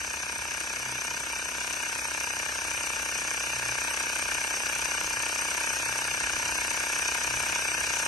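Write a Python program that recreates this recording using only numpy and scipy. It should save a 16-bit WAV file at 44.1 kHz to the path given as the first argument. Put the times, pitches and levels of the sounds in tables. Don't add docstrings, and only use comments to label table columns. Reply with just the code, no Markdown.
import sys
import numpy as np
from scipy import signal
from scipy.fft import rfft, irfft, next_fast_len
from scipy.io import wavfile
from scipy.ndimage import uniform_filter1d

SR = 44100
rng = np.random.default_rng(int(sys.argv[2]) if len(sys.argv) > 2 else 0)


def boost(x):
    u = np.asarray(x, float) / 20
    return 10 ** u


def wrap_up_sound(samples):
    columns = np.atleast_2d(samples).T
    tamed = np.clip(columns, -1, 1)
    steps = np.round(tamed * 32767).astype(np.int16)
    wavfile.write(sys.argv[1], SR, steps)


N = 355887

# (time [s], position [turns])
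CRANK = [(0, 0.521), (1.8968, 61), (2.2737, 73), (2.6514, 85), (3.4081, 109), (3.786, 121), (4.5407, 145),
         (5.2969, 169), (6.8065, 217), (8.08, 257.538)]


def in_time(rows):
    s, *columns = np.transpose(rows)
    return [np.interp(np.arange(N) / SR, s, c) for c in columns]


def drift(rate, count):
    steps = int(N / SR * rate * 2) + 2
    place = np.linspace(0, steps - 1, N)
    chance = rng.standard_normal((count, steps))
    return np.array([np.interp(place, np.arange(steps), row) * 1.11 for row in chance])


def outside(start, length):
    t = np.arange(N) / SR
    return np.maximum(start - t, 0), np.maximum(t - start - length, 0)


def ring(clicks, hz, t60):
    r = boost(-60 / (t60 * SR))
    w = 2 * np.pi * hz / SR
    return signal.lfilter([0, np.sin(w)], [1, -2 * r * np.cos(w), r * r], clicks + 1e-18)


def resonance(x, hz, width_hz):
    r = np.exp(-np.pi * width_hz / SR)
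    w = 2 * np.pi * hz / SR
    return signal.lfilter([(1 - r * r) / 2, 0, (r * r - 1) / 2], [1, -2 * r * np.cos(w), r * r], x)


def tone(hz, db):
    cycles = np.cumsum(hz * np.ones(N)) / SR + rng.random()
    return np.sqrt(2) * boost(db) * np.sin(2 * np.pi * cycles)


def valve(slap_db):
    # (time after the slap [ms], level [dB], timing scatter [ms])
    knocks = [
        (0, -1.5, .03),
        (2.344, -17, 0.12),
        (6.58, -17.5, 0.092),
        (8.61, -19, 0.071),
        (12.7, -18, .1),
        (16.315, -22.5, .1),
        (28.175, -11.5, 0.076),
    ]
    # (pitch [Hz], level [dB], t60 [s])
    case_modes = [(605, -18.5, 0.0034), (1001, -21.5, 0.037), (1136, -8, 0.017), (1458, -8.5, .009),
                  (1699, -1, 0.0061), (2272, 5.5, 0.0075), (2612, -6.5, .01), (2872, -20, 0.021)]
    seconds, turns = np.transpose(CRANK)
    slaps = np.interp(np.arange(1, turns[-1]), turns, seconds)
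    clicks = np.zeros(N + SR)
    for ms, db, scatter_ms in knocks:
        chance = rng.standard_normal((len(slaps), 2))
        at = ((slaps + (ms + scatter_ms * chance[:, 0]) / 1e3) * SR).astype(int)
        clicks[at] -= boost(db + 0.57 * chance[:, 1])
    soft = signal.lfilter([.5, .5], [1, -.4], clicks[:N] * boost(slap_db))
    rung = sum(boost(db) * ring(soft, hz, t60) for hz, db, t60 in case_modes)
    no_bass = signal.butter(3, 340, "high", fs=SR, output="sos")
    return boost(7) * signal.sosfilt(no_bass, rung)


def reed(ms, turn, start_hz=1620, fall_hz_per_ms=22, loudest_ms=-5.5):
    since = ms - loudest_ms
    half_ms = np.where(since < 0, 2.6, 1.5)
    swell = 1 / (1 + (since / half_ms) ** 2)
    chance = rng.standard_normal((turn.max() + 1, 2))[turn]
    cycles = ((start_hz - 6 * fall_hz_per_ms) * since - fall_hz_per_ms * since ** 2 / 2) / 1e3
    angle = 2 * np.pi * (cycles + 0.036 * chance[:, 0])
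    flutter = np.sin(angle) + .3 * np.sin(1.8 * angle)
    return boost(1 + 2 * chance[:, 1]) * swell * flutter


def air(ms, turn, gusts_db, sputter_db, jolt_ms):
    # (pitch [Hz], width [Hz], steady level [dB], wheeze [dB],
    # jolt after the slap [dB])
    air_paths = [(597, 290, -16.5, -8, 6), (936, 81, -15, 9.5, 8), (1212, 280, -17, 7, 6.5),
                 (1483, 160, -14.5, 6, 6), (1631, 150, -8.5, 8, 4), (1829, 300, -9.5, 5.5, 6),
                 (2125, 260, -8.5, 6.5, 4.5), (2434, 270, -8, 7, 10), (2851, 170, -13.5, 9.5, 2),
                 (3588, 640, -11.5, 1, 6),
                 (4845, 380, -14.5, 6.5, 3.5), (5527, 390, -10, 2, -4.5), (6115, 480, -6.5, 6, 5.5),
                (7030, 840, -12, 4.5, 1.5), (8234, 350, -14.5, 11.5, 3), (8715, 250, -16.5, 13, 1.5),
                (9824, 600, -15, 5, 5), (11020, 440, -23, 6.5, 7.5), (12000, 540, -23.5, 5.5, 4),
                (12770, 260, -25.5, 4.5, -1)]
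    # (pitch [Hz], centre [ms], spread [ms])
    wheeze_times = [(605, 0.5, 3.3), (1030, -2, 2.4), (1567, -6, 3.1), (2500, -5, 3), (5980, -9, 6.5),
                    (9180, -7.5, 3.8), (11500, -6.5, 6)]
    paths = air_paths
    white = rng.standard_normal((2, 2, N))
    sputter = drift(260, count=3)
    gusts = rng.standard_normal((turn.max() + 1, 4))
    hush_db = -4 * np.exp(-((ms + 1.4) / .9) ** 2)
    tick_db = 4.5 * np.exp(-((ms + .9) / .6) ** 2)
    jolt = np.maximum(ms - .3, 0) / jolt_ms
    jolt = jolt * np.exp(1 - jolt)
    wheeze_hz, centres, spreads = np.transpose(wheeze_times)
    out = 0
    for k, (hz, width_hz, steady_db, wheeze_db, jolt_db) in enumerate(paths):
        region = 3 * k // len(paths)
        centre = np.interp(hz, wheeze_hz, centres)
        spread = np.interp(hz, wheeze_hz, spreads)
        wheeze = np.exp(-abs((ms - centre) / spread) ** 3)
        wheeze_part = wheeze * (wheeze_db + gusts_db * gusts[turn, region])
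        jolt_part = jolt * (jolt_db + gusts_db * gusts[turn, 3])
        shutting_db = tick_db if hz > 3000 else hush_db
        gate = boost(steady_db + wheeze_part + jolt_part + shutting_db + sputter_db * sputter[region])
        once = resonance(white[k % 2] * gate, hz, 1.51 * width_hz)
        twice = resonance(once, hz, 1.51 * width_hz)
        out = out + twice * np.sqrt(SR / np.pi / width_hz)
    return out * boost(-0.5)


def machinery(turns):
    # (multiple of the crank rate, level [dB rms])
    shakes = [(2, -58), (4, -67), (6, -66), (8, -64), (29, -57)]
    # (pitch [Hz], level [dB rms])
    whines = [(153, -67.5), (266, -92), (312.5, -62), (344.3, -76.5)]
    out = 0
    for k, db in shakes:
        out = out + np.sqrt(2) * boost(db) * np.sin(2 * np.pi * (k * turns + rng.random()))
    wobble = drift(3.6, count=2)
    for hz, db in whines:
        out = out + tone(hz * (1 + 0.004 * wobble[0]), db + 1.5 * wobble[1])
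    return out


def street():
    # (start [s], length [s], firing rate [Hz], level [dB rms])
    idling = [
        (-.2, 0.8, 25.58, -55),
        (2.6, 0.53, 26.3, -65),
    ]
    # (multiple of the firing rate, level [dB])
    idle_orders = [(2, -13), (3, -3), (4, -29), (5, -14), (6, -37)]
    # (loudest [s], held [s], first pitch [Hz], glide [Hz/s], level [dB rms])
    passing = [
        (.9, .06, 124.6, -14, -52.5),
        (3.57, 0.16, 121.5, -12, -50.5),
        (5.85, 0.28, 115.5, 53, -54),
        (7.301, 0.18, 123.4, -9, -54),
        (7.55, .5, 118, -4.5, -59.5),
    ]
    # (time [s], rise [dB], half length [s])
    swells = [
        (1.17, 1, .06),
        (2.977, 5, 0.33),
        (5.12, 9, .1),
        (5.75, 0, .1),
        (6.52, 5.5, 0.26),
        (6.93, 5, 0.1),
        (7.36, 6, 0.081),
        (7.853, 6.5, 0.11),
    ]
    t = np.arange(N) / SR
    engines = 0
    for start, length, hz, db in idling:
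        faded = np.minimum(sum(outside(start, length)) / 0.18, 1)
        level_db = db + faded * (-82.5 - db)
        engines = engines + sum(tone(k * hz, level_db + up_db) for k, up_db in idle_orders)
    for start, held, hz, glide, db in passing:
        before, after = outside(start, held)
        engines = engines + tone(hz + glide * (t - start), db - 95 * before - 134 * after)
    low = signal.butter(2, [34, 100], "band", fs=SR, output="sos")
    wide = signal.butter(2, [90, 330], "band", fs=SR, output="sos")
    white = rng.standard_normal((2, 2, N))
    rumble_db = -61 + 2 * drift(2.2, count=1)[0]
    rumble_db = rumble_db + sum(db * np.exp(-((t - s) / half) ** 2) for s, db, half in swells)
    heavy = boost(rumble_db + 26.5) * signal.sosfilt(low, white[0])
    steady = boost(-38) * signal.sosfilt(wide, white[1])
    return engines, heavy + steady


def ports(locked, turbulence):
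    # (pitch [Hz], likeness [0-1])
    likeness = [(50, .97), (300, .8), (1200, .74), (2050, .85), (4900, .9), (6200, .82), (9000, .76),
                (12200, .68)]
    # (pitch [Hz], lag [turns of the wave])
    port_lag = [(0, 0), (750, .095), (1700, .17), (1930, .45), (2120, .55), (2430, .96), (3300, 1.3),
                (4200, 2)]
    # (pitch [Hz], level [dB])
    balance = [(130, 0.3), (680, 1.8), (2000, 2.3), (2500, 2), (3300, 2), (6300, 6), (6900, 0.5),
               (12000, 1.3)]
    # (pitch [Hz], half width [Hz], likeness lost [0-1])
    scattered = [(1770, 120, .27), (2580, 130, .2), (3400, 500, .55), (4400, 200, .5), (7300, 900, .72),
                 (11300, 450, .52)]
    fft_size = next_fast_len(N)
    hz = np.fft.rfftfreq(fft_size, 1 / SR)
    alike, lag, balance_db = (np.interp(hz, *np.transpose(c)) for c in (likeness, port_lag, balance))
    alike = alike - sum(lost * np.exp(-((hz - centre) / half) ** 4) for centre, half, lost in scattered)
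    alike = np.clip(alike, 0, 1)
    same = rfft(locked, fft_size)
    first, other = rfft(turbulence, fft_size)
    left = (same + first) * boost(balance_db / 2)
    right = same + alike * first + np.sqrt(1 - alike ** 2) * other
    right = right * boost(-balance_db / 2) * np.exp(-2j * np.pi * lag)
    return irfft([left, right], fft_size)[:, :N]


def scene():
    # (time [s], pump level [dB], valve slap against pump [dB])
    load_curve = [
        (0.0, -36, -3),
        (3.95, -32.5, -2.5),
        (8.07, -31, -3),
    ]
    turns, = in_time(CRANK)
    pump_db, slap_db = in_time(load_curve)
    turn = np.round(turns).astype(int)
    ms = (turns - turn) * 31.45
    load = boost(pump_db)
    engines, rumble = street()
    strokes = load * (valve(slap_db) + reed(ms, turn))
    shaking = machinery(turns) * boost(0.9 * (pump_db + 34.5))
    hiss = load * air(ms, turn, gusts_db=1.02, sputter_db=1.53, jolt_ms=1.3)
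    return ports(strokes + shaking + engines, hiss + rumble)


def phone_rounding(x, size=1024, count=360):
    # (pitch [Hz], step against masking level [dB])
    coarseness = [(0, -22), (1300, -6), (2000, 4.5), (3000, 3), (4300, 7.5), (6000, 3.5), (7500, 6),
                  (13000, 7.5)]
    cutoff_hz, spill_hz = 13050, 14300
    bins, n = np.arange(int(spill_hz / SR * 2 * size)), np.arange(2 * size)
    hz = bins * SR / 2 / size
    window = np.sin(np.pi * (n + .5) / 2 / size)
    basis = np.cos(np.pi / size * np.outer(n + .5 + size / 2, bins + .5)) * window[:, None]
    blocks = np.pad([x[0] + x[1], x[0] - x[1]], ((0, 0), (2 * size - count, 3 * size)))
    blocks = blocks[:, :blocks.shape[1] // size * size].reshape(2, -1, size)
    lines = np.concatenate([blocks[:, :-1], blocks[:, 1:]], axis=2) @ basis
    power = (lines ** 2).mean(axis=0) * .6 + lines ** 2 * .4
    masking = uniform_filter1d(power, size=40, axis=2) ** .5
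    budget = uniform_filter1d(rng.standard_normal(lines.shape), size=4, axis=1)
    rich = rng.random(lines.shape[1])[:, None] < .15
    band = np.where(bins < 290, bins // 8 * 8, bins // 16 * 16)
    step_db = np.interp(hz, *np.transpose(coarseness)) + 8 * budget[:, :, band] - 11 * rich
    step = masking[:, :, band] * boost(step_db) + 1e-9
    rounded = np.sign(lines) * np.floor(abs(lines) / step + .4) * step
    reaches_higher = rich & (budget[0, :, :1] > 0)
    rounded = rounded * ((hz < cutoff_hz) | reaches_higher)
    rounded = rounded * boost(-.032 * np.maximum(hz - cutoff_hz, 0))
    frames = rounded @ basis.T / size
    joined = (frames[:, 1:, :size] + frames[:, :-1, size:]).reshape(2, -1)
    total, difference = joined[:, size - count:][:, :N]
    return np.array([total + difference, total - difference])


def low_pass(x):
    return signal.sosfilt(signal.butter(12, 14370, fs=SR, output="sos"), x)


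def record(dry):
    no_bass = signal.butter(2, 30, "high", fs=SR, output="sos")
    mix = phone_rounding(signal.sosfilt(no_bass, dry))
    return low_pass(mix)


dry = scene()
out = record(dry)
wrap_up_sound(out)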